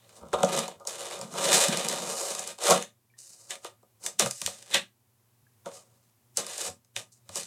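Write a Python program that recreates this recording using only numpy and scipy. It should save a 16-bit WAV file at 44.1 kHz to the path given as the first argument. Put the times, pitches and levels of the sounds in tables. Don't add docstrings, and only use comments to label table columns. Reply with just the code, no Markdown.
import sys
import numpy as np
from scipy import signal
from scipy.fft import rfft, irfft
from scipy.io import wavfile

SR = 44100
rng = np.random.default_rng(int(sys.argv[2]) if len(sys.argv) > 2 else 0)


def unload_wav(signal):
    wavfile.write(
        sys.argv[1],
        SR,
        np.round(np.clip(np.atleast_2d(signal).T, -1, 1) * 32767).astype(np.int16),
    )


def attenuation_scalar(level_db):
    decades = np.asarray(level_db, float) / 20
    return 10 ** decades


N = 328986

# f/Hz, level/dB per Hz
HISS = [(15, -83.5), (25, -52), (92, -14), (102, -3.5), (123, -2.5), (149, -25), (242, -13), (301, -26.5),
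        (363, -17), (439, -25), (1070, -25.5), (1290, -30), (4140, -33.5), (12500, -29.5), (16000, -33.5)]
# f/Hz, rms level/dB
HUM = [
    (120, -76),
    (12300, -92.5),
]
# t/s, film level/dB, then board, panels, hollow (each level/dB above the film),
# unevenness of the slips/dB
STROKES = [
    [(0.0, -75, 5.5, 5, -1, -0.5), (0.172, -53, -8.5, -2, -11, 3.5), (0.236, -68, -3, 22, 19, 5),
     (0.314, -64, -5, 5.5, 0, 5.5), (0.338, -35, 7, 18.5, -14.5, 4.5), (0.364, -50, 0, 17, 8.5, 2.5),
     (0.582, -33, 0.5, 2, -7.5, 3.5), (0.752, -64.5, 3.5, 9, 5, 3.5), (0.8, -71, -16, 15, -3, 3)],
    [(0.8, -63, -5, 21, -3, 2), (0.86, -68, -12, 9, -12, 2), (0.872, -32, -12, -5.5, -33, 2.5),
     (0.902, -40, -5.5, -2, -22.5, 4.5), (1.148, -41.5, -1.5, 3, -18, 3.5), (1.242, -50, -3, 5.5, 7, 2),
     (1.32, -53.5, -6.5, 3.5, 5.5, 3)],
    [(1.32, -52.5, -8.5, -1, 3.5, 5), (1.348, -42, -2.5, 8.5, -6, 2.5), (1.446, -22.5, -3.5, -2.5, -9.5, 3),
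     (1.512, -27, 1, 3, -16, 4.5), (1.534, -19.5, -5.5, -7.5, -17.5, 8), (1.572, -19, -6.5, -5.5, -14, 0.5),
     (1.634, -22.5, -4.5, -5, -30.5, -0.5), (1.698, -33.5, 1.5, 3, -5.5, 3), (1.864, -36, -1.5, 0, -6, 5),
     (2.056, -35.5, -5.5, 0, -5.5, 3.5), (2.186, -28.5, -11.5, -4, -26, 3),
     (2.498, -42, -2.5, -3, -17, 2.5), (2.58, -65, -7, -7, -9.5, -1.5)],
    [(2.58, -50, -4, 7, -23.5, 4.5), (2.64, -29, -3, -2.5, -39.5, 0), (2.714, -22.5, -2.5, 9.5, -0.5, 4.5),
     (2.836, -48, 2, -2, -10, 5), (2.92, -81.5, 4, -3.5, 7, 3)],
    [(3.16, -95, 10.5, 17.5, 1, 2.5), (3.188, -46.5, -18.5, -26.5, -35, 4),
     (3.484, -56, -16, -7, -15, -0.5), (3.512, -33, 2.5, -4.5, -35, 2), (3.61, -69.5, -13.5, -1.5, -4, 1.5),
     (3.652, -44, -1, -1, -41.5, 4.5), (3.75, -80, -1.5, 8, 12.5, 2.5)],
    [(3.97, -89.5, -14.5, -2, 12, -1.5), (4.06, -26.5, -16.5, -8.5, -33.5, 3),
     (4.178, -74.5, -3, -3, 9, 3.5), (4.196, -20, -4, -6.5, -25, -0.5), (4.228, -32.5, 2, 3.5, -2, 5),
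     (4.342, -45, -16, -32, -46, 3), (4.458, -39.5, -9, -13.5, -14.5, -0.5),
     (4.686, -56.5, -4.5, -6, -24.5, 8), (4.754, -25, 7.5, -5.5, -11.5, 0),
     (4.9, -97.5, 11.5, -3, 16.5, 2.5)],
    [(5.63, -91, -1, 0.5, 11, 2.5), (5.666, -50, -4, 18, -5, -0.5), (5.698, -58, 0, 5, 3.5, 8.5),
     (5.744, -46.5, -11.5, -7.5, -23.5, 0), (5.886, -73, -8.5, 2.5, -1, 4), (6.1, -73.5, -7, -5, -8, 4)],
    [(6.34, -85, -10, -19.5, 1, 4), (6.376, -24, -7.5, -5, -20, 4.5), (6.424, -45.5, -2.5, -0.5, -2, 3),
     (6.554, -37.5, -5, -10, -47, 1.5), (6.67, -31, -8, -5, -18.5, 2), (6.8, -92, -7, -15, 19, 4)],
    [(6.93, -92, -1.5, 5, -1.5, 4), (6.97, -32.5, -3.5, -8.5, -26, 6), (7.106, -93.5, -9, 0, 15, 5),
     (7.122, -55, -32, -34, -27, 3.5), (7.234, -85, -2, 4, 2, 3.5), (7.37, -32.5, -9, -10.5, -20.5, 1.5),
     (7.46, -50.5, -3.5, -12, -22, 7)],
]
# t/s, film peak level/dB, then board, panels, hollow (each level/dB above the film),
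# tearing t60/s
SNAPS = [(0.0922, -41, -7, -9.5, -29, 0.012), (0.172, -44, -23, -8, -15, 0.012),
         (0.2174, -69, -14, -4, 5, 0.012), (0.3311, -28, -25, 15.5, -35, 0.012),
         (0.3384, -28, -9.5, 4, -15, 0.012), (0.4055, -32, -13, 2.5, -20, 0.012),
         (0.4319, -13.5, -6.5, 6.5, -7, 0.012), (0.4479, -17, -16, -8.5, -4.5, 0.012),
         (0.5287, -20.5, -31, -27, -23, 0.012), (0.5506, -22, -33, -9.5, -21, 0.012),
         (0.5651, -15, -23, -17, -12, 0.012), (0.5764, -16.5, -23.5, -25, -24, 0.012),
         (0.5854, -19.5, -21, -9, -35, 0.012), (0.5906, -10.5, -20, -34, -29, 0.012),
         (0.6799, -25, -14, -2, -20, 0.012), (0.7991, -45, -23, -4.5, -25, 0.012),
         (0.8515, -36, -11, -2, -32, 0.012), (0.8724, -12, -37, -32, -51, 0.012),
         (1.0321, -29, -22, -13, -31, 0.012), (1.1104, -27, -6, -6, -37, 0.012),
         (1.1907, -30.5, -26, -2, -21, 0.012), (1.2131, -20, -16, -12, -22, 0.012),
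         (1.3389, -27, -12.5, -2, -18, 0.012), (1.6841, -9, -16, -17, -15, 0.012),
         (1.7724, -11, -15, -24, -29, 0.012), (1.8467, -16.5, -12.5, -23.5, -27, 0.012),
         (1.8856, -7.5, -22, -26.5, -34, 0.012), (2.3047, -18.5, -30, -14, -38, 0.012),
         (2.3501, -17.5, -14, -13, -41, 0.012), (2.3935, -17.5, -22, -19, -39, 0.012),
         (2.4753, -17.5, -25, -16, -40, 0.012), (2.587, -31.5, -11, -3.5, -41, 0.012),
         (2.6164, -23, -14, -8, -46, 0.012), (2.6379, -15, -16.5, -12, -50, 0.012),
         (2.6813, -10.5, -15.5, -2.5, -25, 0.012), (2.7004, -9.5, -11.5, -7, -33, 0.012),
         (2.7072, -3, -18, -14.5, -25, 0.012), (2.7442, -14, -21.5, -14, -23, 0.012),
         (2.825, -20, -7.5, -28, -38.5, 0.012), (3.1882, -39.5, -30, -35, -36, 0.012),
         (3.5069, -22, -8.5, -25.5, -33, 0.012), (3.5543, -33, -3, -23, -33, 0.012),
         (3.6461, -25.5, -6, -4, -47, 0.012), (3.8294, -54, -15, 2.5, -17, 0.012),
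         (4.0287, -43, -3.5, -13, -33, 0.012), (4.0632, -9.5, -12, -31, -44, 0.012),
         (4.1959, -3, -16, -14, -40, 0.012), (4.2602, -13.5, -15.5, -8, -32, 0.012),
         (4.3101, -13, -18, -25.5, -46, 0.012), (4.4164, -17, -10, -16.5, -33, 0.012),
         (4.4623, -9.5, -11.5, -44, -47, 0.012), (4.4734, -19, -13, -11, -51, 0.012),
         (4.7032, -31.5, -16.5, -8, -25, 0.012), (4.7441, -7, -2.5, -11.5, -33.5, 0.012),
         (5.6595, -34, -2, 4.5, -18.5, 0.012), (6.3719, -5.5, -36.5, -34.5, -46, 0.012),
         (6.4662, -20.5, -20.5, -17, -35, 0.012), (6.5799, -18.5, -20, -20, -49, 0.012),
         (6.8473, -50, -19, -19, -22, 0.012), (6.9636, -20, -1, -14, -37, 0.012),
         (7.1252, -45, -37, -33, -34.5, 0.012), (7.2918, -29.5, -10, -8.5, -24, 0.012),
         (7.3572, -15, -24, -14, -45, 0.012), (7.433, -26, -21, -31, -35, 0.012)]
# t/s, peak level/dB, f/Hz, t60/s
THUMPS = [(0.219, -45, 72.7, 0.2), (0.329, -40, 67.3, 0.2), (0.559, -64, 129, 0.2), (0.759, -57, 91.5, 0.2),
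          (1.209, -44, 129, 0.2), (2.699, -55, 129, 0.2), (4.059, -66, 129, 0.2), (4.249, -32.5, 129, 0.2),
          (4.449, -42, 96.9, 0.2), (4.749, -66, 129, 0.2), (5.429, -54, 121, 0.2), (6.37, -54, 110, 0.2),
          (6.689, -44, 94.2, 0.2), (6.966, -45, 110, 0.2), (7.292, -45.5, 96.9, 0.2),
          (7.399, -58, 94.2, 0.2)]
# t/s, peak level/dB, f/Hz, t60/s
TICKS = [
    (3.1004, -62, 2340, 0.05),
    (3.1383, -56.5, 1820, 0.05),
    (5.467, -58, 1650, 0.05),
]
# f/Hz, level/dB per Hz
FILM = [(2350, -31), (4000, -10), (4410, -7), (4650, -3), (6820, 1.5), (8360, 2), (9770, -3.5),
        (12500, -14.5), (13800, -15.5), (16000, -34)]
# f/Hz, width/Hz, level/dB
BOARD = [(1670, 150, 0.5), (2000, 180, -1), (2480, 160, 1), (2940, 200, 1.5), (3600, 400, 2.5),
         (4200, 500, -5.5)]
# f/Hz, width/Hz, level/dB
PANELS = [(374, 25, -5.5), (474, 35, -5), (552, 30, 0), (598, 30, -1.5), (650, 35, -6.5), (745, 50, -6),
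          (917, 60, -8.5), (1080, 90, -11), (1225, 25, -5), (1350, 120, -15.5)]
# f/Hz, width/Hz, level/dB
HOLLOW = [(149, 14, -3), (192, 18, 1), (227, 18, -5), (270, 30, -12.5)]


def rms_one(x):
    return x / np.sqrt(np.mean(x ** 2) + 1e-20)


def through(x, response):
    return signal.oaconvolve(x, response)[:N]


def drift(rate):
    knots = rng.standard_normal(2000)
    return np.interp(np.arange(N) * rate / SR, np.arange(len(knots)), knots)


def coloured(spectrum, size=4096):
    hz, db = np.transpose(spectrum)
    grid = np.arange(size // 2 + 1) * SR / size + 1
    log_gain = np.log(attenuation_scalar(np.interp(np.log(grid), np.log(hz), db)))
    cepstrum = irfft(log_gain)
    cepstrum[1:size // 2] *= 2
    response = irfft(np.exp(rfft(cepstrum[:size // 2], size)))
    return response / np.linalg.norm(response)


def modal(modes):
    t = np.arange(SR // 5) / SR
    response = np.zeros(len(t))
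    for k, (hz, width, db) in enumerate(modes):
        ring = np.exp(-np.pi * width * t) * np.sin(2 * np.pi * hz * t)
        response += (-1) ** k * attenuation_scalar(db) * width * ring
    return response / np.linalg.norm(response)


def background(loud):
    t = np.arange(N) / SR
    hiss = attenuation_scalar(-65.5 + 0.5) * through(rng.standard_normal(N), coloured(HISS))
    recent = signal.lfilter([1e-4], [1, -1 + 1e-4], np.abs(loud))
    duck_db = -5.0 * np.tanh(recent / .002)
    hum = np.zeros(N)
    for hz, db in HUM:
        hum += np.sqrt(2) * attenuation_scalar(db + 1.5 * drift(9)) * np.sin(2 * np.pi * hz * t)
    return hiss * attenuation_scalar(duck_db + .8 * drift(4)) + hum


def strokes():
    slips_per_s, rip_per_s = 5000, 330
    t, levels, uneven_db = np.arange(N) / SR, np.zeros((4, N)), np.zeros(N)
    for rows in STROKES:
        s, film_db, *rel_db, uneven = np.transpose(rows)
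        on = (t >= s[0]) & (t < s[-1])
        levels[:, on] = [attenuation_scalar(np.interp(t[on], s, film_db + r)) for r in [0, *rel_db]]
        uneven_db[on] = np.clip(np.interp(t[on], s, uneven), 0, 6)
    born = rng.random(N) < slips_per_s / SR
    size_db = uneven_db * np.minimum(rng.exponential(1, N), 4.5)
    sizes = attenuation_scalar(size_db) * rng.choice([-1, 1], N)
    clumps = attenuation_scalar(2.5 * drift(70) + 1.5 * drift(230))
    slips = born * sizes / attenuation_scalar(uneven_db * 1.6) * clumps
    crack_count = np.floor(np.cumsum(rip_per_s * attenuation_scalar(3.5 * drift(200)) / SR))
    cracks = np.diff(crack_count, prepend=0)
    pull = np.interp(t, [1.42, 1.55, 1.64, 1.72], [0, 1, 1, 0])
    rip = 9 * pull * cracks * attenuation_scalar(3.5 * rng.standard_normal(N))
    slips = rms_one(slips) * (1 - .6 * pull) + rip
    return levels * slips * attenuation_scalar(-3.0)


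def room(x):
    t60_s, level_db = .17, -7.5
    t = np.arange(SR // 3) / SR
    build_up = np.clip((t - .0015) / .004, 0, 1)
    tail = rng.standard_normal(len(t)) * attenuation_scalar(-60 * t / t60_s) * build_up
    return x + attenuation_scalar(level_db) * through(x, tail / np.linalg.norm(tail))


def snaps():
    length = 4000
    out, t = np.zeros((4, N + length)), np.arange(length) / SR
    body_trim_db = np.array([0, 5.0, 9.5, 16.0])
    for s, film_db, *rel_db, t60 in SNAPS:
        noise = rng.standard_normal((2, length))
        burst = noise[0] * np.abs(noise[1]) * attenuation_scalar(-60 * t / max(t60, .001))
        burst[0] = 2.5
        share = np.sqrt(.012 / max(t60, .001))
        levels = attenuation_scalar(film_db - 7 + np.array([0, *rel_db]) + body_trim_db)
        at = round(s * SR)
        out[:, at:at + length] += np.outer(levels, burst * share)
    return out[:, :N]


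def rings(events, rise_cycles):
    out, t = np.zeros(N + SR), np.arange(SR // 2) / SR
    for s, db, hz, t60 in events:
        at = round(s * SR)
        swell = 1 - np.exp(-t * hz / rise_cycles)
        out[at:at + len(t)] += attenuation_scalar(db - 60 * t / t60) * swell * np.sin(2 * np.pi * hz * t)
    return out[:N]


def thumps():
    return rings(THUMPS, rise_cycles=.7)


def ticks():
    return rings(TICKS, rise_cycles=.6)


def scene():
    bodies = [coloured(FILM), modal(BOARD), modal(PANELS), modal(HOLLOW)]
    drives = strokes() + snaps()
    box = sum(through(drive, body) for drive, body in zip(drives, bodies))
    near = room(box + ticks()) + thumps()
    return (near + background(near))[None]


def band_limit(x):
    return signal.sosfilt(signal.butter(12, 16810, fs=SR, output="sos"), x)


def record(dry):
    mix = .9 * np.tanh(dry / .9)
    return band_limit(mix)


dry = scene()
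out = record(dry)
unload_wav(out)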